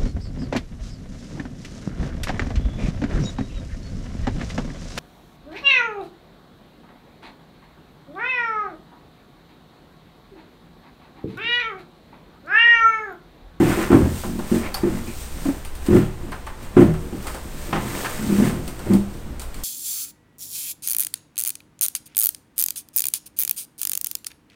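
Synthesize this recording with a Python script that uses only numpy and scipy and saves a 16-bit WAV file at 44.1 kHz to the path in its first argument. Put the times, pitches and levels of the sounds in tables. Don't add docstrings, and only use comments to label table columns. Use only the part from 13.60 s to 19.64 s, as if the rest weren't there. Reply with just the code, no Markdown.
import sys
import numpy as np
from scipy import signal
from scipy.fft import rfft, irfft, next_fast_len
from scipy.io import wavfile
from scipy.ndimage import uniform_filter1d

SR = 44100
rng = np.random.default_rng(int(sys.argv[2]) if len(sys.argv) > 2 else 0)


def to_wav(s):
    ch = np.atleast_2d(s).T
    pcm = np.round(np.clip(ch, -1, 1) * 32767)
    wavfile.write(sys.argv[1], SR, pcm.astype(np.int16))


N = 266187
TIME = np.arange(N) / SR
RING = TIME[:SR]

# pitch_hz, level_db (relative), t60_s (time to fall by 60 dB)
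BODY_MODES = [(82.66, -13, 0.84), (122.4, -3.5, 0.47), (141.2, -9.5, 0.26), (157.9, -4, 0.39),
              (199.6, -5, 0.29), (215.3, -5, 0.2), (231, -6.5, 0.24), (246.6, -5.5, 0.11),
              (286.1, 1.5, 0.11), (325.3, -4.5, 0.16), (343.3, -3.5, 0.11), (370, -18, 0.57),
              (433, -28, 0.16), (462, -5.5, 0.25), (487, -21, 0.19), (520, -21, 0.39), (560, -21, 0.11),
              (592, -13, 0.62), (669, -14, 0.28), (702, -25, 0.32), (810, -28, 0.45)]
COVER_MODES = [(800, -6, .2), (870, -4, .25), (1108, -7, .18), (1202, -7, .15), (1297, -7, .14),
               (1352, -3, .15), (1457, -6, .15), (1570, -7, .14), (1640, -5, .1), (1803, -7, .16),
               (2190, -9, .1)]
LATCH_MODES = [(4470, 5, .06), (4890, 8, .09), (4640, 1, 0.2), (5230, -9, 0.09), (5380, -1, 0.11),
               (6300, -1, .04), (9150, -3, .1), (9900, 3, .06), (10100, 10, 0.045), (12100, 7, 0.067),
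               (12950, -2, .12)]

# pitch_hz, level_db (per Hz)
ROOM_TONE = [(10, 2), (27, 3.5), (50, -10), (62, 2), (85, -14), (120, -21), (250, -21.5), (500, -23.5),
             (1000, -27.5), (2000, -34), (4000, -41.5), (16000, -68)]
HISS_TONE = [(400, -5), (1500, -2.5), (3000, 0.5), (5200, -0.5), (6800, 0.5), (8800, 5), (10000, 1),
             (13000, 1), (16000, -6)]
SCRAPE_TONE = [(110, -18), (200, -5), (450, 6.5), (800, 2), (1300, 1), (2000, 0), (2500, -4), (3300, -10.5),
               (6000, -26.5), (16000, -53)]
SHUDDER_TONE = [(40, -7.5), (200, 4), (400, -2), (550, -2.5), (3000, -29)]
RATTLE_TONE = [(110, -18), (200, 5), (350, 2), (600, 3.5), (850, -5.5), (1100, -9.5), (1600, -12),
               (2400, -18.5), (3200, -23), (4500, -42), (9000, -31), (16000, -50)]
TICK_TONE = [(500, -43), (2000, 10), (4000, 8.5), (6500, 4.5), (9000, 14.5), (13000, 7), (16000, 1)]
ECHO_TONE = [(60, -35), (300, -5), (700, 3), (2000, -7.5), (16000, -8.0)]
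# pitch_multiple (ratio), level_db (per Hz)
CLACK_TONE = [(.15, -31), (.4, -1), (.75, 3.5), (1.3, -0.5), (1.9, -8), (2.7, -13.5), (4.5, -24), (14, -56)]

# top_speed_s, speeding_up_s, slowing_down_s,
# fine_hiss_db, coarse_scrape_db, panel_shudder_db
SLIDES = [(.11, 0.17, 0.12, -35.5, -29, -43), (.23, 0.12, 0.055, -37, -28.5, -45),
          (.36, 0.076, 0.13, -40.5, -37, -24.5), (.6, 0.19, 0.16, -38, -48, -43),
          (.96, 0.11, 0.086, -37, -38.5, -43), (1.06, 0.059, 0.044, -53, -33, -37.5),
          (1.38, 0.32, 0.054, -44, -40.5, -35.5), (1.48, 0.058, .05, -43, -46, -34.5),
          (1.62, 0.13, 0.085, -39, -67, -44.5), (1.87, 0.16, .12, -40, -43, -39),
          (2.26, 0.086, .04, -46, -61, -60), (2.369, 0.073, 0.069, -38.5, -31.5, -28),
          (2.7, 0.23, 0.19, -53.5, -52, -42), (3.03, 0.039, 0.098, -48, -46, -44),
          (3.21, 0.033, 0.076, -40.5, -33, -23), (3.4, .08, 0.43, -51, -62, -36.5),
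          (3.7, 0.13, 0.15, -43.5, -41.5, -62), (4.068, 0.23, 0.12, -42.5, -52.5, -55),
          (4.26, 0.2, 0.19, -49, -40, -30), (4.4, 0.19, 0.26, -35, -34.5, -51),
          (4.78, 0.3, 0.12, -37, -38.5, -31.5), (4.87, 0.084, 0.061, -36, -30.5, -27),
          (5.07, 0.099, 0.066, -48, -60, -37), (5.34, 0.23, 0.099, -44, -44, -36),
          (5.55, 0.082, .09, -50.5, -65, -39.5), (5.68, 0.024, .11, -66, -65, -34.5),
          (5.99, 0.092, .15, -49, -49.5, -43.5)]
# start_s, level_db, swell_s, length_s,
# contact_hz (pitch the contact favours), reach_octaves, case_thud_db, frame_knock_db, panel_rattle_db
CLUNKS = [(.001, -10, 0.00078, 0.026, 291, 1.0, -20, -2.5, -20),
          (0.074, -17, .001, 0.037, 255.5, .3, -30, -4, -32),
          (0.171, -18, .001, 0.053, 227.7, .13, -28, 4.5, -27.5),
          (0.302, -7, 0.014, 0.046, 274.5, .45, -5, -4.5, -16.5),
          (0.401, -14, .001, 0.061, 263.2, 0.18, 0.5, -18, -28),
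          (0.647, -24.5, 0.00093, 0.15, 235, 0.32, -22, -10, -58),
          (0.914, -12.5, 0.00082, 0.044, 227, 0.1, -13, -6.5, -28),
          (1.232, -14.5, 0.0033, 0.038, 250.3, 0.43, -20, 3, -27.5),
          (1.321, -23, 0.00072, .065, 228, 0.13, -5.5, -17, -50),
          (1.854, -18, 0.02, 0.034, 270, 0.08, -24, -40, -24),
          (2.284, -8, 0.041, 0.082, 260.6, 0.47, -4.5, -15, -21.5),
          (2.631, -32, .001, 0.018, 245, 0.17, -14, 1, -49),
          (3.166, -5, 0.00086, 0.058, 259.4, .35, -7, -4, -19),
          (3.277, -16, .001, 0.012, 169.2, 0.11, -20, -24, -35),
          (3.525, -25.5, .001, 0.019, 247, 0.6, -10, -11, -35),
          (4.126, -22.5, 0.00087, 0.047, 213, 0.56, -7, -11, -24.5),
          (4.591, -24.5, 0.025, 0.11, 215.5, .2, -15, -29, -53),
          (4.693, -14.5, 0.015, 0.036, 202.4, 0.069, -28, -8.5, -34),
          (4.783, -11, 0.022, .045, 208, 0.26, -10, -17, -23),
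          (4.915, -24.5, 0.00093, 0.087, 206, 0.48, 0.5, -9, -38.5),
          (5.262, -23.5, 0.0091, 0.071, 196.5, .5, -6, 3, -31),
          (5.299, -8.5, 0.014, 0.047, 195.6, 0.14, -16.5, -9.5, -26)]
# start_s, clack_db, clack_hz, tick_db
CLICKS = [(.316, -20, 780, -37), (.635, -31, 780, -39), (0.791, -34.5, 825, -41), (1.143, -32, 970, -29),
          (1.17, -39, 1010, -38), (2.049, -45, 1100, -35.5), (2.152, -66, 1500, -39.5),
          (2.263, -43, 1300, -33.5), (2.718, -31.5, 1224, -42), (2.866, -34, 1376, -42),
          (3.166, -28.5, 890, -60), (3.338, -40, 1310, -44), (3.626, -64, 990, -40),
          (3.651, -37.5, 850, -61), (3.669, -33.5, 1210, -31), (3.746, -36.5, 910, -37.5),
          (4.126, -22.5, 1310, -48), (4.155, -27, 1290, -52), (4.445, -29.5, 1380, -60),
          (5.078, -41, 900, -33), (5.192, -40, 835, -41), (5.335, -35, 634, -30.5),
          (5.796, -50, 1100, -33.5), (5.817, -44, 1100, -34), (5.943, -55, 1500, -38)]
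# start_s, length_s, level_db (before its swell), pitch_hz, width_hz
RASPS = [(1.019, 0.092, -38, 2230, 170), (1.438, 0.13, -44.5, 2350, 220), (3.5, 0.12, -45.5, 490, 59.7),
         (4.436, 0.048, -27.5, 1360, 400)]

ROOM_DB, MIC_HISS_DB = -32.5, -53
SLIDE_SHAPE = 1.03
REBOUND_S, REBOUND_SCATTER = 0.02, 0.22
REBOUND_DB, REBOUND_SPREAD_DB = -3, 0.7
SETTLE_S, PUSH_S = 0.0096, 0.0033
SOFT_HZ = 398
THUD_HZ = 100.5
FRAME_HZ, FRAME_REACH = 340, 0.13
RATTLE_DB = 3.5
LATCH_S, LATCH_DB = 1.143, -35.5
TOP_HZ = 15800


def undb(db):
    return 10 ** (np.asarray(db) / 20)


def add(track, s, sound):
    part = track[max(int(s * SR), 0):][:len(sound)]
    part += sound[:len(part)]


def colour(x, tone):
    hz, db = np.transpose(tone)
    size = next_fast_len(len(x))
    f = np.maximum(np.fft.rfftfreq(size, 1 / SR), 1)
    gain = undb(np.interp(np.log(f), np.log(hz), db))
    y = irfft(rfft(x, size) * gain, size)[:len(x)]
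    return y / np.std(y)


def noise(tone, size):
    return colour(rng.standard_normal(size), tone)


def fade(t60):
    return np.exp(-np.log(1000) * RING / t60)


def modes(table):
    return np.array([undb(db) * np.sin(2 * np.pi * hz * RING) * fade(t60) for hz, db, t60 in table])


def strike(rings):
    return rng.standard_normal(len(rings)) @ rings / np.sqrt(len(rings))


def burst(tone, t60, tail_db, tail_t60):
    return noise(tone, len(RING)) * (fade(t60) + undb(tail_db) * fade(tail_t60))


def room_rumble():
    return undb(ROOM_DB) * noise(ROOM_TONE, N)


def microphone_hiss():
    return undb(MIC_HISS_DB) * noise(HISS_TONE, N)


def friction(tone, rate, spread_db):
    slips = rng.random(N) < rate / SR
    sizes = undb(spread_db * np.minimum(rng.exponential(size=N), 4))
    return colour(slips * sizes * rng.standard_normal(N), tone)


def shudder():
    slips = friction(SHUDDER_TONE, rate=400, spread_db=2.0)
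    body = signal.fftconvolve(slips, modes(BODY_MODES).sum(axis=0))[:N]
    return body / np.std(body)


def rubbing(slide_db, scrape_db, shudder_db):
    power = np.zeros((3, N))
    for top_s, rise_s, fall_s, *levels_db in SLIDES:
        distance = np.maximum((top_s - TIME) / rise_s, (TIME - top_s) / fall_s)
        speed = np.exp(-distance.clip(0, 10) ** SLIDE_SHAPE)
        power += np.outer(undb(levels_db) ** 2, speed ** 2)
    hiss_level, scrape_level, shudder_level = np.sqrt(power)
    hiss = hiss_level * friction(HISS_TONE, rate=16000, spread_db=0.5)
    scrape = scrape_level * friction(SCRAPE_TONE, rate=3500, spread_db=0.5)
    shake = shudder_level * shudder()
    return undb(slide_db) * hiss + undb(scrape_db) * scrape + undb(shudder_db) * shake


def judder(swell_s, length_s, contact_hz, count=10):
    timing, strength = rng.standard_normal((2, count))
    swings = np.round(REBOUND_S * contact_hz * (1 + REBOUND_SCATTER * timing))
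    gaps = np.maximum(swings, 1) / contact_hz
    delays = np.cumsum(gaps) - gaps[0]
    rise = np.minimum((delays + REBOUND_S) / (swell_s + REBOUND_S), 1)
    settle = np.exp(-np.maximum(delays - length_s, 0) / SETTLE_S)
    force = undb(REBOUND_DB * (delays > 0) + REBOUND_SPREAD_DB * strength)
    return list(zip(delays, rise * settle * force))


def repeat(sound, blows):
    out = np.zeros(len(sound))
    for delay, size in blows:
        add(out, delay, size * sound)
    return out


def near(mode_hz, hz, reach):
    return 1 / (1 + (np.log2(mode_hz / hz) / reach) ** 2)


def rattle(blows, shake_s, t60, tail_db, tail_t60):
    crack = (1 - np.exp(-RING / shake_s)) * (fade(t60) + undb(tail_db) * fade(tail_t60))
    power = repeat(crack ** 2, [(delay, size ** 2) for delay, size in blows])
    return np.sqrt(power) * noise(RATTLE_TONE, len(RING))


def door(body_db, cover_db):
    out, cover = np.zeros(N), modes(COVER_MODES)
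    soft = signal.butter(N=6, Wn=SOFT_HZ, fs=SR, output="sos")
    rings = signal.sosfilt(soft, modes(BODY_MODES) * (1 - np.exp(-RING / PUSH_S)))
    mode_hz = np.transpose(BODY_MODES)[0]
    case = 1 / (1 + (mode_hz / THUD_HZ) ** 6)
    frame = near(mode_hz, FRAME_HZ, FRAME_REACH)
    for s, db, swell_s, length_s, contact_hz, reach, thud_db, frame_db, rattle_db in CLUNKS:
        blows = judder(swell_s, length_s, contact_hz)
        share = near(mode_hz, contact_hz, reach) + undb(thud_db) * case + undb(frame_db) * frame
        swings = np.array([repeat(ring, blows) for ring in rings])
        body = (share * rings.std(axis=1) / swings.std(axis=1)) @ swings
        loudest = np.sqrt(uniform_filter1d(body ** 2, size=SR // 25).max())
        panels = rattle(blows, shake_s=0.0039, t60=0.076, tail_db=-12, tail_t60=0.35)
        panels += undb(cover_db) * repeat(strike(cover), blows)
        add(out, s, undb(db + body_db) * body / loudest + undb(rattle_db + RATTLE_DB) * panels)
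    return out


def latch_ring(waver_hz):
    waver_tone = [(waver_hz, 0), (4 * waver_hz, -30), (16000, -80)]
    return sum(ring * noise(waver_tone, len(RING)) for ring in modes(LATCH_MODES))


def clicks(cover_db, latch_ring_db, spread_s):
    out, cover, latch = np.zeros(N), modes(COVER_MODES), latch_ring(waver_hz=70)
    bloom = 1 - np.exp(-RING / spread_s)
    for s, clack_db, clack_hz, tick_db in CLICKS:
        tone = [(multiple * clack_hz, db) for multiple, db in CLACK_TONE]
        hollow = burst(tone, t60=0.12, tail_db=-6.5, tail_t60=0.41)
        clack = bloom * (hollow + undb(cover_db) * strike(cover))
        edge = burst(TICK_TONE, t60=0.015, tail_db=-3.5, tail_t60=0.24)
        tick = edge + undb(latch_ring_db) * latch
        add(out, s, undb(clack_db) * clack + undb(tick_db) * tick)
    add(out, LATCH_S, undb(LATCH_DB) * latch)
    return out


def rasps():
    out = np.zeros(N)
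    for s, length_s, db, hz, width_hz in RASPS:
        size = int(length_s * SR)
        resonance = signal.iirpeak(hz, hz / width_hz, fs=SR)
        rasp = signal.lfilter(*resonance, rng.standard_normal(size))
        add(out, s, undb(db) * np.hanning(size) * rasp / np.std(rasp))
    return out


def workshop(x, wet_db, t60):
    onset = 1 - np.exp(-RING / 0.00094)
    echo = noise(ECHO_TONE, len(RING)) * fade(t60) * onset
    return x + undb(wet_db) * signal.fftconvolve(x, echo / np.linalg.norm(echo))[:N]


def scene():
    oven = rubbing(slide_db=2.0, scrape_db=1.0, shudder_db=1.5)
    oven += door(body_db=-1.97, cover_db=-9)
    oven += clicks(cover_db=2.5, latch_ring_db=-23, spread_s=0.0018)
    oven += rasps()
    floor = room_rumble() + microphone_hiss()
    return (workshop(oven, wet_db=-13.5, t60=0.36) + floor)[None]


def record(dry):
    notch = signal.iirnotch(11050, 4.2, fs=SR)
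    notched = signal.lfilter(*notch, dry) + 0.038 * dry
    heard = np.clip(notched, -1, 1)
    top_cut = signal.ellip(10, 0.2, 80, TOP_HZ, fs=SR, output="sos")
    return signal.sosfilt(top_cut, heard)


dry = scene()
out = record(dry)
to_wav(out)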